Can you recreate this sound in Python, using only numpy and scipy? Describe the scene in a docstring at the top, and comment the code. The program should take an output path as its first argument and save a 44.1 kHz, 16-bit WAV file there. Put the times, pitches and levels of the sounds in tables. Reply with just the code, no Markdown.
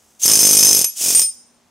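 """A quiet room with a faint hum; then air hisses in, a valve squeals, and an air chisel hammers close by.
The hand-held tool is triggered twice with nothing under its blade; the second run is slower and weaker.
A piston making about 50 strokes a second in the first run strikes the steel chisel: noise clacks, sine rings.
Each stroke also puffs out exhaust (low pulses and gusts of noise) and makes the hiss (coloured noise) surge.
The loose chisel rings on when the trigger is let go, and the room adds a short stereo tail."""
import sys
import numpy as np
from scipy import signal
from scipy.fft import rfft, irfft
from scipy.io import wavfile
from scipy.ndimage import uniform_filter1d

SR = 44100
rng = np.random.default_rng(int(sys.argv[2]) if len(sys.argv) > 2 else 0)


def int16_out(signal):
    """Quantize to a 16-bit WAV file."""
    q = np.round(np.clip(np.atleast_2d(signal).T, -1, 1) * 32767)
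    wavfile.write(sys.argv[1], SR, q.astype(np.int16))


N = 74970
TIME = np.arange(N) / SR


def amp(db):
    """Turns decibels into gain."""
    return 10 ** (np.asarray(db) / 20)


def unit(x):
    """Scales a sound to rms 1."""
    return x / np.sqrt(np.mean(x ** 2) + 1e-20)


def curve(points):
    """Reads a time table at every sample, with straight lines between its points."""
    return np.interp(TIME, *np.transpose(points))


def read(points, hz):
    """Reads a frequency table at the given frequencies, on a logarithmic pitch scale."""
    f, value = np.transpose(points)
    return np.interp(np.log(hz + 1), np.log(f + 1), value)


def add(mix, s, sound):
    """Mixes a sound into mix, starting at s seconds."""
    part = mix[round(s * SR):][:len(sound)]
    part += sound[:len(part)]


def noise(spectrum):
    """Random noise with the colour of a spectrum table, scaled to rms 1."""
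    white = rfft(rng.standard_normal(N))
    gain = amp(read(spectrum, np.fft.rfftfreq(N, 1 / SR)))
    return unit(irfft(white * gain, N))


def wander(rate_hz):
    """Smooth random motion of rms 1; a higher rate makes it move faster."""
    white = rfft(rng.standard_normal(N))
    smoothing = np.exp(-(np.fft.rfftfreq(N, 1 / SR) / rate_hz) ** 2)
    return unit(irfft(white * smoothing, N))


def pulse(spectrum, size=4096):
    """A short pulse with the given colour that starts at once (minimum phase)."""
    log_gain = np.log(amp(read(spectrum, abs(np.fft.fftfreq(size, 1 / SR)))))
    return np.fft.ifft(np.exp(np.conj(signal.hilbert(log_gain)))).real


# piston speed in each run, from first stroke to stall: t/s, f/Hz (strokes per second)
FIRST_RUN_SPEED = [(0.2548, 38.2), (0.29, 55.6), (0.39, 50.8), (0.49, 50.7), (0.61, 51.2), (0.69, 47.7),
                   (0.73, 52.5), (0.8, 42.8), (0.85, 30.2)]
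SECOND_RUN_SPEED = [(1.0124, 38.2), (1.09, 48.1), (1.16, 43.7), (1.225, 43.4)]


def piston(turn):
    """Adds up the speed to find when the piston passes a given share of its cycle, in both runs."""
    times = []
    for speed in (FIRST_RUN_SPEED, SECOND_RUN_SPEED):
        t = np.arange(speed[0][0], speed[-1][0], 1 / SR)
        turns = np.cumsum(np.interp(t, *np.transpose(speed))) / SR
        times.extend(np.interp(np.arange(turn, turns[-1], 1), turns, t))
    return np.array(times)


# force of the piston: t/s, level/dB
PISTON_FORCE = [(.25, -2.5), (.29, -1), (.47, 1.5), (.72, 1), (.81, -2), (.85, -16.5), (1.01, -11.5),
                (1.06, -5), (1.22, -10)]


def force_at(s):
    """Force of the piston in dB at s seconds: it sets how strong the blows, puffs and surges are."""
    return np.interp(s, *np.transpose(PISTON_FORCE))


CONTACT_RISE_S, CLACK_DECAY_S = .0007, .0036


def clack(level_db):
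    """Loudness shape of one steel-on-steel contact: a very fast rise and a short decay."""
    t = np.arange(SR // 20) / SR
    return amp(level_db) * np.minimum(t / CONTACT_RISE_S, 1) * np.exp(-t / CLACK_DECAY_S)


# modes (ringing tones) of the chisel:
# f/Hz, level/dB at full force, level/dB at low force, t60/s (time to fall 60 dB) while held in the barrel
CHISEL_MODES = [(2450, -39, -31, .14), (2530, -38, -31, .11), (5203, -16, -19, .07), (5370, -26, -27, .04),
                (6236, -12, -19, .11), (7250, -27, -28, .035), (8775, -15, -13, .1), (9040, -27, -25, .04),
                (9620, -18, -17, .085), (11365, -20, -26, .13), (13590, -28, -27, .05),
                (13710, -24, -20, .11)]
LOW_FORCE_DB = -7  # at or below this force the low-force levels apply fully
MODE_SPREAD_DB, MODE_WOBBLE_HZ = 1.8, 36


def ring(s, level_db):
    """The chisel's modes after a blow; their balance shifts with force and they wobble as it rattles."""
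    hz, full_db, low_db, t60 = np.transpose(CHISEL_MODES)[:, :, None]
    t = np.arange(SR // 6) / SR
    low = np.clip(force_at(s) / LOW_FORCE_DB, 0, 1)
    size, phase = rng.standard_normal((2, len(CHISEL_MODES), 1))
    jitter = rng.standard_normal((len(CHISEL_MODES), len(t)))
    wobble = unit(uniform_filter1d(jitter, size=120, axis=1))
    mode_db = level_db + full_db + low * (low_db - full_db) + MODE_SPREAD_DB * size
    decay = 1000 ** (-t / t60)
    turns = np.cumsum(hz + MODE_WOBBLE_HZ * wobble, axis=1) / SR + phase
    tones = amp(mode_db) * decay * np.sin(2 * np.pi * turns)
    return tones.sum(0) * np.minimum(t / CONTACT_RISE_S, 1)


# colour of the contact noise: f/Hz, level/dB per Hz (relative)
CLACK_COLOUR = [(40, -51), (200, -32.5), (900, -19.5), (1800, -20), (3300, -15.5), (4300, -18), (5200, 2.5),
                (6200, -2.5), (7300, -4), (8100, -4), (9100, 1), (10500, -11), (12500, -12), (16000, -20)]
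# hard knocks of the loose chisel against its retainer: t/s, level/dB
RETAINER_KNOCKS = [(.259, -5), (.297, -6), (0.314, -1), (0.8433, 2.5), (1.105, -5.5), (1.149, -4),
                   (1.194, -1), (1.217, -3.5)]
CLACK_DB, KNOCK_RING_DB = -7, -6.5
BLOW_DELAY_S, BLOW_JITTER_S, BLOW_SPREAD_DB = .0014, .0004, 1.2
REBOUND_DB, REBOUND_MIN_S, REBOUND_MAX_S = -4.5, .004, .016  # delays after the blow


def hammering():
    """Each stroke clacks on the chisel and rings it; the chisel rebounds and sometimes knocks its retainer."""
    contacts, rings = np.zeros(N), np.zeros(N)
    for s in piston(0):
        blow_db = force_at(s) + BLOW_SPREAD_DB * rng.standard_normal()
        blow = s + BLOW_DELAY_S + BLOW_JITTER_S * rng.standard_normal()
        rebound = blow + REBOUND_MIN_S + (REBOUND_MAX_S - REBOUND_MIN_S) * rng.random()
        for at, level_db in ((blow, blow_db), (rebound, blow_db + REBOUND_DB)):
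            add(contacts, at, clack(level_db))
            add(rings, at, ring(at, level_db))
    for s, level_db in RETAINER_KNOCKS:
        add(contacts, s, clack(level_db))
        add(rings, s, ring(s, level_db + KNOCK_RING_DB))
    return amp(CLACK_DB) * contacts * noise(CLACK_COLOUR) + rings


# the chisel floats free and its nearest mode sings until it touches the barrel again:
# t/s, f/Hz, level/dB, free time/s
FREE_CHISEL = [(.258, 11360, -15, 0.011), (.844, 11360, -18.5, 0.054), (.844, 8770, -24, .045),
               (0.845, 6236, -22.5, 0.041), (1.149, 8770, -7, .06), (1.194, 13700, -24.5, 0.048),
               (1.217, 8770, -12, .078), (1.217, 5200, -20, 0.049), (1.217, 9620, -23, .048)]
FREE_T60_S, CAUGHT_T60_S = .68, .06  # the second decay joins the first once the chisel is caught
FREE_FLUTTER_DB = 1.1


def free_rings():
    """One mode sings on while the chisel floats, then dies quickly as it is caught."""
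    out, t = np.zeros(N), np.arange(SR // 2) / SR
    modes = np.array(CHISEL_MODES)[:, 0]
    for s, near_hz, level_db, free_s in FREE_CHISEL:
        hz = modes[np.argmin(abs(modes - near_hz))] + 22 * wander(110)[:len(t)]
        fade = 1000 ** (-t / FREE_T60_S - np.maximum(t - free_s, 0) / CAUGHT_T60_S)
        level = amp(level_db + FREE_FLUTTER_DB * wander(70)[:len(t)])
        rise = np.minimum(t / CONTACT_RISE_S, 1)
        add(out, s, level * fade * rise * np.sin(2 * np.pi * np.cumsum(hz) / SR))
    return out


# colour of one exhaust puff: f/Hz, level/dB per Hz
PUFF_COLOUR = [(20, -45.5), (55, -21), (100, -2.5), (160, -0.5), (280, 1.5), (450, 0.5), (700, -8),
               (1100, -19), (2000, -33), (5000, -62)]
# colour of the turbulence after each puff: f/Hz, level/dB per Hz (relative)
GUST_COLOUR = [(25, -26.5), (60, -14), (110, -4.5), (250, -1.5), (420, -1.5), (700, -9), (1300, -15.5),
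               (3000, -37)]
# echoes of the puffs from nearby surfaces: delay t/s, level/dB
PUFF_ECHOES = [(.0042, -15.5), (.0075, -14.5), (0.0123, -16.5)]
PUFF_DB, PUFF_LEAD_S, PUFF_JITTER_S, PUFF_SPREAD_DB = 13, .00081, .00045, .7
# the return puff: share of the cycle, level, and how much of the force in dB it follows
RETURN_TURN, RETURN_DB, RETURN_FORCE_SHARE = .49, -14, .55
GUST_DB, GUST_DECAY_S = -35.5, .0092


def exhaust():
    """Air puffs out low on each forward stroke, weaker on the return, trailed by a gust and echoes."""
    kicks, t = np.zeros(N), np.arange(SR // 10) / SR
    for turn, stroke_db, share in ((0, 0, 1), (RETURN_TURN, RETURN_DB, RETURN_FORCE_SHARE)):
        for s in piston(turn):
            late, size = rng.standard_normal(2)
            kick_db = stroke_db + share * force_at(s) + PUFF_SPREAD_DB * size
            add(kicks, s - PUFF_LEAD_S + PUFF_JITTER_S * late, amp([kick_db]))
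    puffs = -amp(PUFF_DB) * signal.fftconvolve(kicks, pulse(PUFF_COLOUR))[:N]
    gust_shape = signal.fftconvolve(kicks, np.exp(-t / GUST_DECAY_S))[:N]
    out = puffs + amp(GUST_DB) * noise(GUST_COLOUR) * gust_shape
    for delay_s, level_db in PUFF_ECHOES:
        add(out, delay_s, amp(level_db) * puffs)
    return out


# air flow through the valve: t/s, level/dB
AIR_FLOW = [(0, -58.5), (.19, -59), (.199, -36), (.215, -30.5), (.235, -17.5), (.29, -17.5), (.76, -18.5),
            (.83, -22.5), (.87, -31), (.91, -42), (.947, -44.5), (.97, -27.5), (1.015, -19.5),
            (1.09, -16.5), (1.17, -19), (1.23, -23), (1.27, -36), (1.34, -69.5)]
# colour of the escaping air: f/Hz, level/dB per Hz (relative)
HISS_COLOUR = [(40, -51.5), (200, -30), (600, -23), (1200, -29.5), (2100, -24), (3200, -12.5),
               (4200, -15.5), (5200, -6.5), (6400, -1.5), (7600, -4.5), (10000, -7.5), (12500, -13.5),
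               (14500, -13), (16000, -18)]
# surge depth at 0 dB force, share of the cycle where it peaks, random flutter
HISS_PULSING, HISS_PEAK_TURN, HISS_FLUTTER_DB = .21, .3, 1.22


def hiss():
    """Escaping air follows the flow and surges once in every stroke."""
    strokes = piston(0)
    turns = np.interp(TIME, strokes, np.arange(len(strokes)))
    depth = HISS_PULSING * amp(force_at(TIME))
    surge = 1 + depth * np.cos(2 * np.pi * (turns - HISS_PEAK_TURN))
    return noise(HISS_COLOUR) * surge * amp(curve(AIR_FLOW) + HISS_FLUTTER_DB * wander(150))


# squeal of the opening valve: t/s, level/dB
VALVE_SQUEAL = [(.195, -56.5), (.222, -33), (.231, -18.5), (.236, -6), (.246, -11.5), (.254, -30),
                (.265, -63)]
SQUEAL_HZ, SQUEAL_WIDTH_HZ = 6360, 160


def squeal():
    """The valve whistles just before the piston starts, unsteady in pitch and level."""
    hz = SQUEAL_HZ + SQUEAL_WIDTH_HZ * wander(500)
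    sounding = (TIME > VALVE_SQUEAL[0][0]) & (TIME < VALVE_SQUEAL[-1][0])
    level = amp(curve(VALVE_SQUEAL) + 3.1 * wander(300))
    return sounding * level * np.sin(2 * np.pi * np.cumsum(hz) / SR)


# colour of the passing rush of air: f/Hz, level/dB per Hz (relative)
RUSH_COLOUR = [(30, -10), (70, -6), (150, -8), (450, -2), (800, -5.5), (1400, -5), (2200, -10.5), (3400, 0),
               (4500, -8.5), (9000, -25)]
RUSH_MIDDLE_S, RUSH_WIDTH_S, RUSH_DB = .3044, .028, -28


def rush():
    """Air passes the microphone as the piston gets going: a brief swell of noise."""
    swell = np.exp(-((TIME - RUSH_MIDDLE_S) / RUSH_WIDTH_S) ** 2)
    return amp(RUSH_DB) * noise(RUSH_COLOUR) * swell


# room decay: f/Hz, t60/s
ROOM_DECAY = [(100, 0.2), (500, 0.1), (2000, 0.19), (6000, 0.57), (9000, 0.44), (15000, 0.3)]
# strength of the room's answer: f/Hz, level/dB
ROOM_LEVEL = [(100, -14), (400, -11.5), (1000, -9.5), (2500, -14.5), (6000, -17), (14000, -19.5)]
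# stereo width of the room's answer: f/Hz, side gain over mid
ROOM_SPREAD = [(100, .3), (300, .7), (600, 0.83), (1100, 1.9), (2500, 0.61), (8000, 0.69), (14000, .4)]


def room(x):
    """Many small reflections make a short diffuse tail, built from fading noise, widest in the mid range."""
    hz, t, z = signal.stft(rng.standard_normal((2, SR)), SR, nperseg=256)
    fade = 1000 ** (-t / read(ROOM_DECAY, hz)[:, None]) * np.minimum(t / .0069, 1)
    # the energy of each band is set by its level, however long it decays
    fade *= amp(read(ROOM_LEVEL, hz))[:, None] / np.sqrt(SR * np.mean(fade ** 2, axis=1, keepdims=True))
    z[1] *= read(ROOM_SPREAD, hz)[:, None]
    tails = signal.istft(z * fade, SR, nperseg=256)[1]
    mid, side = signal.fftconvolve(x[None], tails, axes=1)[:, :N]
    return np.array([mid + side, mid - side])


# colour of the quiet room air: f/Hz, level/dB per Hz (relative)
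ROOM_AIR = [(25, -12.5), (65, -1), (110, -8), (200, -2.5), (330, -7), (800, -7.5), (2000, -15), (7000, -19),
            (11000, -31), (16000, -41)]
# faint hum: t/s, f/Hz, level/dB
FAINT_HUM = [(0, 215, -67), (.9, 221, -66), (1.35, 237.5, -63), (1.7, 242.2, -63)]
ROOM_AIR_DB = -61


def background():
    """Quiet room air, as noise slightly spread in stereo, and a faint hum of wavering pitch."""
    s, hz, level_db = np.transpose(FAINT_HUM)
    pitch = curve(np.c_[s, hz]) + 4 * wander(15)
    hum = amp(curve(np.c_[s, level_db])) * np.sin(2 * np.pi * np.cumsum(pitch) / SR)
    left_right = np.array([[1], [-1]])
    return hum + amp(ROOM_AIR_DB) * (noise(ROOM_AIR) + .4 * noise(ROOM_AIR) * left_right)


def scene():
    """The tool straight ahead, its room tail and the background."""
    tool = hammering() + free_rings() + exhaust() + hiss() + squeal() + rush()
    return tool + room(tool) + background()


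LOW_CUT_HZ, EDGE_HZ = 60, 15800


def record(dry):
    """The loudest peaks overload softly; then the microphone's bass roll-off and the upper band limit."""
    ceiling = .84
    clipped = dry / (1 + (dry / ceiling) ** 6) ** (1 / 6)
    low_cut = signal.butter(2, LOW_CUT_HZ, "high", fs=SR, output="sos")
    thinned = signal.sosfilt(low_cut, clipped)
    band_limit = signal.firwin(511, EDGE_HZ, window=("kaiser", 9), fs=SR)
    return signal.oaconvolve(thinned, band_limit[None], "same")


dry = scene()
out = record(dry)
int16_out(out)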